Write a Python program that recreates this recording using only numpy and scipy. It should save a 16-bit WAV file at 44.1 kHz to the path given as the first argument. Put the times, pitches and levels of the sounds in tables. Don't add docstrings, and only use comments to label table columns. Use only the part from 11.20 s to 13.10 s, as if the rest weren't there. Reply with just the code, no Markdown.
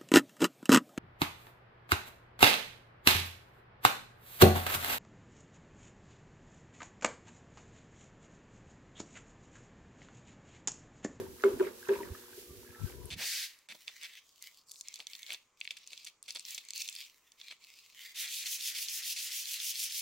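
import sys
import numpy as np
from scipy import signal
from scipy.fft import rfft, irfft, next_fast_len
from scipy.io import wavfile
from scipy.ndimage import map_coordinates

SR = 44100
rng = np.random.default_rng(int(sys.argv[2]) if len(sys.argv) > 2 else 0)


def unload_wav(signal):
    wavfile.write(
        sys.argv[1],
        SR,
        np.round(np.clip(np.atleast_2d(signal).T, -1, 1) * 32767).astype(np.int16),
    )


N = 83790

# start_s, level_db, pitch_hz, swell_s, pressed_s
WALL_KNOCKS = [(-0.035, -22.5, 390.6, 0.017, 0.035), (0.2374, -12.5, 397.8, 0.023, 0.038),
               (0.3991, -15.5, 379, 0.016, 0.015), (0.6877, -16.5, 398.3, 0.026, 0.042)]
# start_s, level_db, pitch_hz
WALL_GRAZES = [(0.316, -26, 381), (0.464, -29.5, 383.7), (0.803, -31, 383), (0.828, -38, 373),
               (1.176, -42, 396.4)]
# pitch_ratio, level_db
WALL_TONES = [(.58, -25), (.86, -45), (1, 0), (1.335, -24), (1.54, -30.5), (2.56, -35.5)]
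# pitch_ratio, level_db, fall_by_60_db_s
STICK_TONES = [(.68, -10.5, 0.014), (1, 2, 0.011), (1.53, -23, 0.077), (2.05, -11, 0.0063)]
# start_s, level_db, ring_hz, crack_db (relative to the ring)
STICK_CLACKS = [(0.2376, -13.5, 1405, -13), (0.398, -29, 1640, -12), (0.4053, -33, 1520, -28),
                (0.4698, -38, 1440, -11), (0.4828, -40, 1500, -14), (0.4891, -40, 1570, -17),
                (0.6877, -26.5, 1650, -16), (0.6915, -24.5, 1680, -17), (0.7593, -37.5, 2200, -19)]
# frequency_hz, level_db
CRACK_COLOUR = [(200, -28), (700, 8.5), (1500, 17.5), (2400, -6), (3700, 5.5), (5000, -21), (7200, -11),
                (15000, -29)]
# frequency_hz, level_db
WASH_COLOUR = [(100, -32), (160, -9.5), (230, -0.5), (330, -3), (510, 5), (720, -11.5), (980, -6),
               (1250, -9.5), (1600, -25), (2400, -17.5), (4000, -26), (9000, -37.5), (15000, -64)]
# time_s, level_db
SLOSH_LEVEL = [(0, -56.5), (.15, -70), (.22, -55), (.38, -65.5), (.45, -52.5), (.485, -47.5), (.52, -74),
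               (.58, -70), (.68, -50.5), (.755, -48), (.785, -55.5), (.82, -54), (.89, -59.5), (1.1, -63),
               (1.3, -74.5), (1.45, -66), (1.53, -63.5), (1.69, -58.5), (1.78, -66), (1.9, -69.5)]
# frequency_hz, level_db
SLOSH_COLOUR = [(300, -4.5), (700, -32), (970, 7.5), (1250, 9), (1700, 16), (2400, -9), (4000, 2.5),
                (12000, -37)]
# start_s, level_db, pitch_hz
BURSTS = [(0.065, -46, 896), (.628, -38.5, 1570), (.832, -35.5, 1850), (.948, -40.5, 1224),
          (0.951, -41, 1670), (1.131, -44, 1560), (1.548, -43, 1720)]
# start_s, level_db, pitch_hz, fall_by_60_db_s
SPITS = [(0.2228, -36.5, 6100, 0.0028), (.2452, -37.5, 7440, 0.0064), (.431, -51, 2280, 0.054),
         (0.447, -44, 2240, 0.085), (.6855, -42, 6500, 0.0073), (.749, -60, 2700, 0.023),
         (1.856, -39, 10200, 0.01)]
# start_s, length_s, level_db, first_hz, last_hz, grain (0 clean to 1 rough)
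AIR_POCKETS = [(0.332, 0.037, -45, 320, 215, 0.1), (0.392, 0.0281, -41, 1860, 1253, 0.6),
               (0.403, 0.022, -41, 1045, 920, 0.63), (0.695, 0.016, -42, 930, 945, .6),
               (0.755, 0.011, -39.5, 930, 980, .2), (0.786, 0.01, -43, 930, 1020, .2),
               (0.797, 0.029, -41, 975, 935, 0.12), (1.26, 0.1, -70, 1190, 1160, 0.64),
               (1.434, 0.162, -67, 1633, 1734, 1), (1.51, 0.16, -58.5, 1310, 1335, 0.2),
               (1.641, 0.068, -64, 1596, 1494, .95), (1.655, 0.69, -65, 980, 958, 1)]
# time_s, level_db
HISS_LEVEL = [(0, -52), (.05, -57.5), (.17, -56), (.2, -55.5), (.29, -50.5), (.36, -54), (.43, -52.5),
              (.52, -56.5), (.6, -52), (.66, -55), (.77, -50.5), (.9, -56), (.95, -53), (1.1, -55.5),
              (1.2, -50), (1.27, -55.5), (1.42, -56), (1.48, -57.5), (1.57, -58.5), (1.67, -51),
              (1.79, -59), (1.9, -55)]
# frequency_hz, level_db
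HISS_TINT = [(200, -15), (1000, -6), (3000, 1.5), (5000, 2), (7300, 1.5), (8600, -0.5), (10500, 1),
             (12300, 4), (14000, 0.5), (15800, -0.5)]
# time_s, level_db
CHURN_LEVEL = [(0, -42), (.18, -61.5), (.35, -46.5), (.56, -60.5), (.66, -64.5), (.83, -46.5), (1.07, -63),
               (1.38, -57), (1.55, -61.5), (1.7, -54.5), (1.9, -54.5)]
# frequency_hz, level_db
CHURN_COLOUR = [(25, -14), (45, 1.5), (75, -1), (110, 0), (160, -12.5), (250, 4), (310, -1.5), (385, 8.5),
                (500, -3), (650, -10), (1500, -37), (4000, -62)]
# centre_s, left_db, right_db, pitch_hz, half_length_s
AIR_PUFFS = [(0.087, -56, -49, 82, 0.0087), (0.136, -62, -50.5, 75.4, 0.025), (0.35, -54, -44, 88, 0.015),
             (0.918, -36, -32, 79, 0.0086), (1.312, -48, -44.5, 67, 0.012), (1.387, -81, -50.5, 98, 0.018),
             (1.502, -46.5, -64, 79.5, 0.0083), (1.617, -35, -72, 98, 0.011),
             (1.647, -24, -69, 96.6, 0.011), (1.802, -41.5, -83, 64.4, 0.071), (1.852, -39, -66, 99, 0.012)]
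# pitch_hz, level_db
HUM_TONES = [(242, -72), (360.7, -62.5), (479.5, -66.5)]
# frequency_hz, likeness (0 unrelated to 1 the same)
LEFT_RIGHT_LIKENESS = [(60, 0.34), (300, 0.8), (600, 0.25), (1500, 0), (3000, 0.03), (6000, 0)]
# frequency_hz, fall_by_60_db_s
ROOM_FALL = [(100, 0.5), (400, 0.14), (1000, 0.39), (2000, 0.33), (10000, 0.071)]

WALL_T60, RELEASE_T60 = 0.35, 0.092
GRAZE_S = 0.0092
WASH_DB, WASH_T60, WASH_RISE_S = -23.5, 0.45, 0.0032
CONTACT_S, CRACK_T60 = 0.00066, 0.017
BUBBLES_PER_S, BUBBLE_HZ, BUBBLE_CYCLES = 600, 1576, 13.5
BUBBLE_SPREAD = 0.64
BUBBLE_RISE = 0.08
ROOM_DB = -15
BUCKET_PAN_DB, HISS_PAN_DB = -0.5, -1
RIGHT_LEAD_S = 0.00006
MIC_LOW_HZ, TOP_HZ = 47, 15800


def amp(db):
    return 10 ** (np.asarray(db) / 20)


def unit(x):
    return x / np.sqrt(np.mean(x ** 2) + 1e-20)


def along(points, hz):
    frequency, value = np.transpose(points)
    return np.interp(np.log(hz + 1), np.log(frequency + 1), value)


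def level(rows):
    return amp(np.interp(np.arange(N) / SR, *np.transpose(rows)))


def since(start):
    return np.maximum(np.arange(N) / SR - start, 0)


def fade(t, t60):
    return (t > 0) * np.exp(-np.log(1000) * t / t60)


def pan(db):
    return amp([[db], [-db]])


def filtered(x, response):
    size = next_fast_len(N + SR // 2)
    hz = np.fft.rfftfreq(size, 1 / SR)
    return irfft(rfft(x, size) * response(hz), size)[..., :N]


def rush(spectrum):
    def response(hz):
        turn = np.arccos(np.clip(along(LEFT_RIGHT_LIKENESS, hz), -1, 1)) / 2
        return amp(along(spectrum, hz)) * [np.cos(turn), np.sin(turn)]

    mid, side = filtered(rng.standard_normal((2, N)), response)
    return unit(np.array([mid + side, mid - side]))


def wobble(rate):
    points = rng.standard_normal(N // 20)
    return map_coordinates(points, [np.arange(N) * rate / SR], mode="wrap")


def bubble(t, hz, cycles):
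    life = cycles / hz
    rise = 1 + BUBBLE_RISE * np.minimum(t / life, 1)
    tone = np.sin(2 * np.pi * hz * t * rise)
    return tone * fade(t, life) * (1 - np.exp(-t * hz))


def boom(start, hz, swell, pressed, rough=0.18, apart=0.27):
    t = since(start)
    release = np.exp(-np.log(1000) * np.maximum(t - pressed, 0) / RELEASE_T60)
    shape = np.minimum(t / swell, 1) ** 0.58 * fade(t, WALL_T60) * release
    tones = np.zeros((2, N))
    for ratio, db in WALL_TONES:
        unsteady = 1 + rough * wobble(130.8)
        drift = rough * wobble(130) + apart * np.array([wobble(59.36), wobble(58.2)])
        tones += amp(db) * unsteady * np.sin(2 * np.pi * hz * ratio * t + drift)
    return shape * tones


def knocks():
    out = np.zeros((2, N))
    wash = rush(WASH_COLOUR) * amp(1.9 * wobble(150))
    for start, db, hz, swell, pressed in WALL_KNOCKS:
        t = since(start)
        wash_shape = fade(t, WASH_T60) * (1 - np.exp(-t / WASH_RISE_S))
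        out += amp(db) * (boom(start, hz, swell, pressed) + amp(WASH_DB) * wash * wash_shape)
    for start, db, hz in WALL_GRAZES:
        out += amp(db) * boom(start, hz, GRAZE_S, GRAZE_S)
    return out


def slosh(bubbles_db=-3, noise_db=-4):
    count = int(BUBBLES_PER_S * N / SR)
    start, pitch, size, side = rng.random((count, 4)).T
    t = np.arange(SR // 40) / SR
    hz = BUBBLE_HZ * np.exp(BUBBLE_SPREAD * (2 * pitch - 1))
    loudness = amp(29.0 * size ** 2)
    grains = bubble(t, hz[:, None], BUBBLE_CYCLES) * loudness[:, None]
    at = (start * N).astype(int)[:, None] + np.arange(len(t))
    pair = []
    for gain in (side, 1 - side):
        pair.append(np.bincount(at.ravel(), (grains * gain[:, None]).ravel(), N)[:N])
    bubbles = amp(bubbles_db) * unit(np.array(pair))
    return level(SLOSH_LEVEL) * (bubbles + amp(noise_db) * rush(SLOSH_COLOUR))


def swirl():
    churn = level(CHURN_LEVEL) * rush(CHURN_COLOUR)
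    hiss = level(HISS_LEVEL) * rush(HISS_TINT) * amp(0.75 * wobble(300))
    return churn + pan(HISS_PAN_DB) * hiss


def hum(waver=0.55):
    out = np.zeros(N)
    for hz, db in HUM_TONES:
        tone = np.sin(2 * np.pi * hz * since(0) + waver * wobble(8.35))
        out += np.sqrt(2) * amp(db) * tone
    return out


def plips(cycles=36, tick_width=0.2):
    out = np.zeros((2, N))
    for start, db, hz in BURSTS:
        out += amp(db) * bubble(since(start), hz, cycles)
    for start, db, hz, t60 in SPITS:
        noise = rng.standard_normal((2, N))
        spit = filtered(noise, lambda f: np.exp(-((f / hz - 1) / tick_width) ** 2))
        out += amp(db) * unit(spit) * fade(since(start), t60)
    return out


def puffs(overtone_db=-12, rough=0.68):
    out = np.zeros((2, N))
    for centre, left_db, right_db, hz, half in AIR_PUFFS:
        t = np.arange(N) / SR - centre
        phase = 2 * np.pi * hz * t + rough * wobble(150)
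        swell = np.exp(1 - np.sqrt(1 + 2 * (t / half) ** 2))
        push = np.sin(phase) + amp(overtone_db) * np.sin(2 * phase)
        out += amp([[left_db], [right_db]]) * swell * push
    return out


def clacks(apart=0.43):
    out = np.zeros((2, N))
    crack = rush(CRACK_COLOUR)
    for start, db, hz, crack_db in STICK_CLACKS:
        t = since(start)
        ring = np.zeros((2, N))
        for ratio, tone_db, t60 in STICK_TONES:
            phase = rng.normal(0, apart, (2, 1))
            ring += amp(tone_db) * np.sin(2 * np.pi * hz * ratio * t + phase) * fade(t, t60)
        soft_ring = ring * (1 - np.exp(-(t / CONTACT_S) ** 2))
        out += amp(db) * (soft_ring + amp(crack_db) * crack * fade(t, CRACK_T60))
    return out


def gurgles(grain_per_s=150):
    out = np.zeros(N)
    for start, length, db, first_hz, last_hz, grain in AIR_POCKETS:
        t = since(start)
        progress = np.minimum(t / length, 1)
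        phase = 2 * np.pi * t * (first_hz + (last_hz - first_hz) * progress / 2)
        tone = (1 + grain * wobble(grain_per_s)) * np.sin(phase)
        tone += grain * wobble(grain_per_s) * np.cos(phase)
        out += amp(db) * np.sin(np.pi * progress) * tone
    return out


def room(x):
    noise = rush([(100, 0.029), (15000, 0)])[:, :SR // 2]
    hz, t, bands = signal.stft(noise, SR, nperseg=256)
    dying = bands * fade(t, along(ROOM_FALL, hz)[:, None])
    tail = signal.istft(dying, SR, nperseg=256)[1]
    return signal.fftconvolve(x, tail / np.linalg.norm(tail[0]), axes=1)[:, :N]


def right_first(x):
    sides = np.array([[-1], [1]])
    return filtered(x, lambda hz: np.exp(np.pi * 1j * hz * RIGHT_LEAD_S * sides))


def scene():
    bucket = knocks() + slosh() + plips() + clacks() + gurgles()
    bucket = right_first(pan(BUCKET_PAN_DB) * bucket)
    return bucket + amp(ROOM_DB) * room(bucket) + swirl() + hum() + puffs()


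def record(dry):
    def response(hz):
        bass_cut = hz ** 2 / np.sqrt(hz ** 4 + MIC_LOW_HZ ** 4)
        return (hz < TOP_HZ) * bass_cut

    return filtered(dry, response)


dry = scene()
out = record(dry)
unload_wav(out)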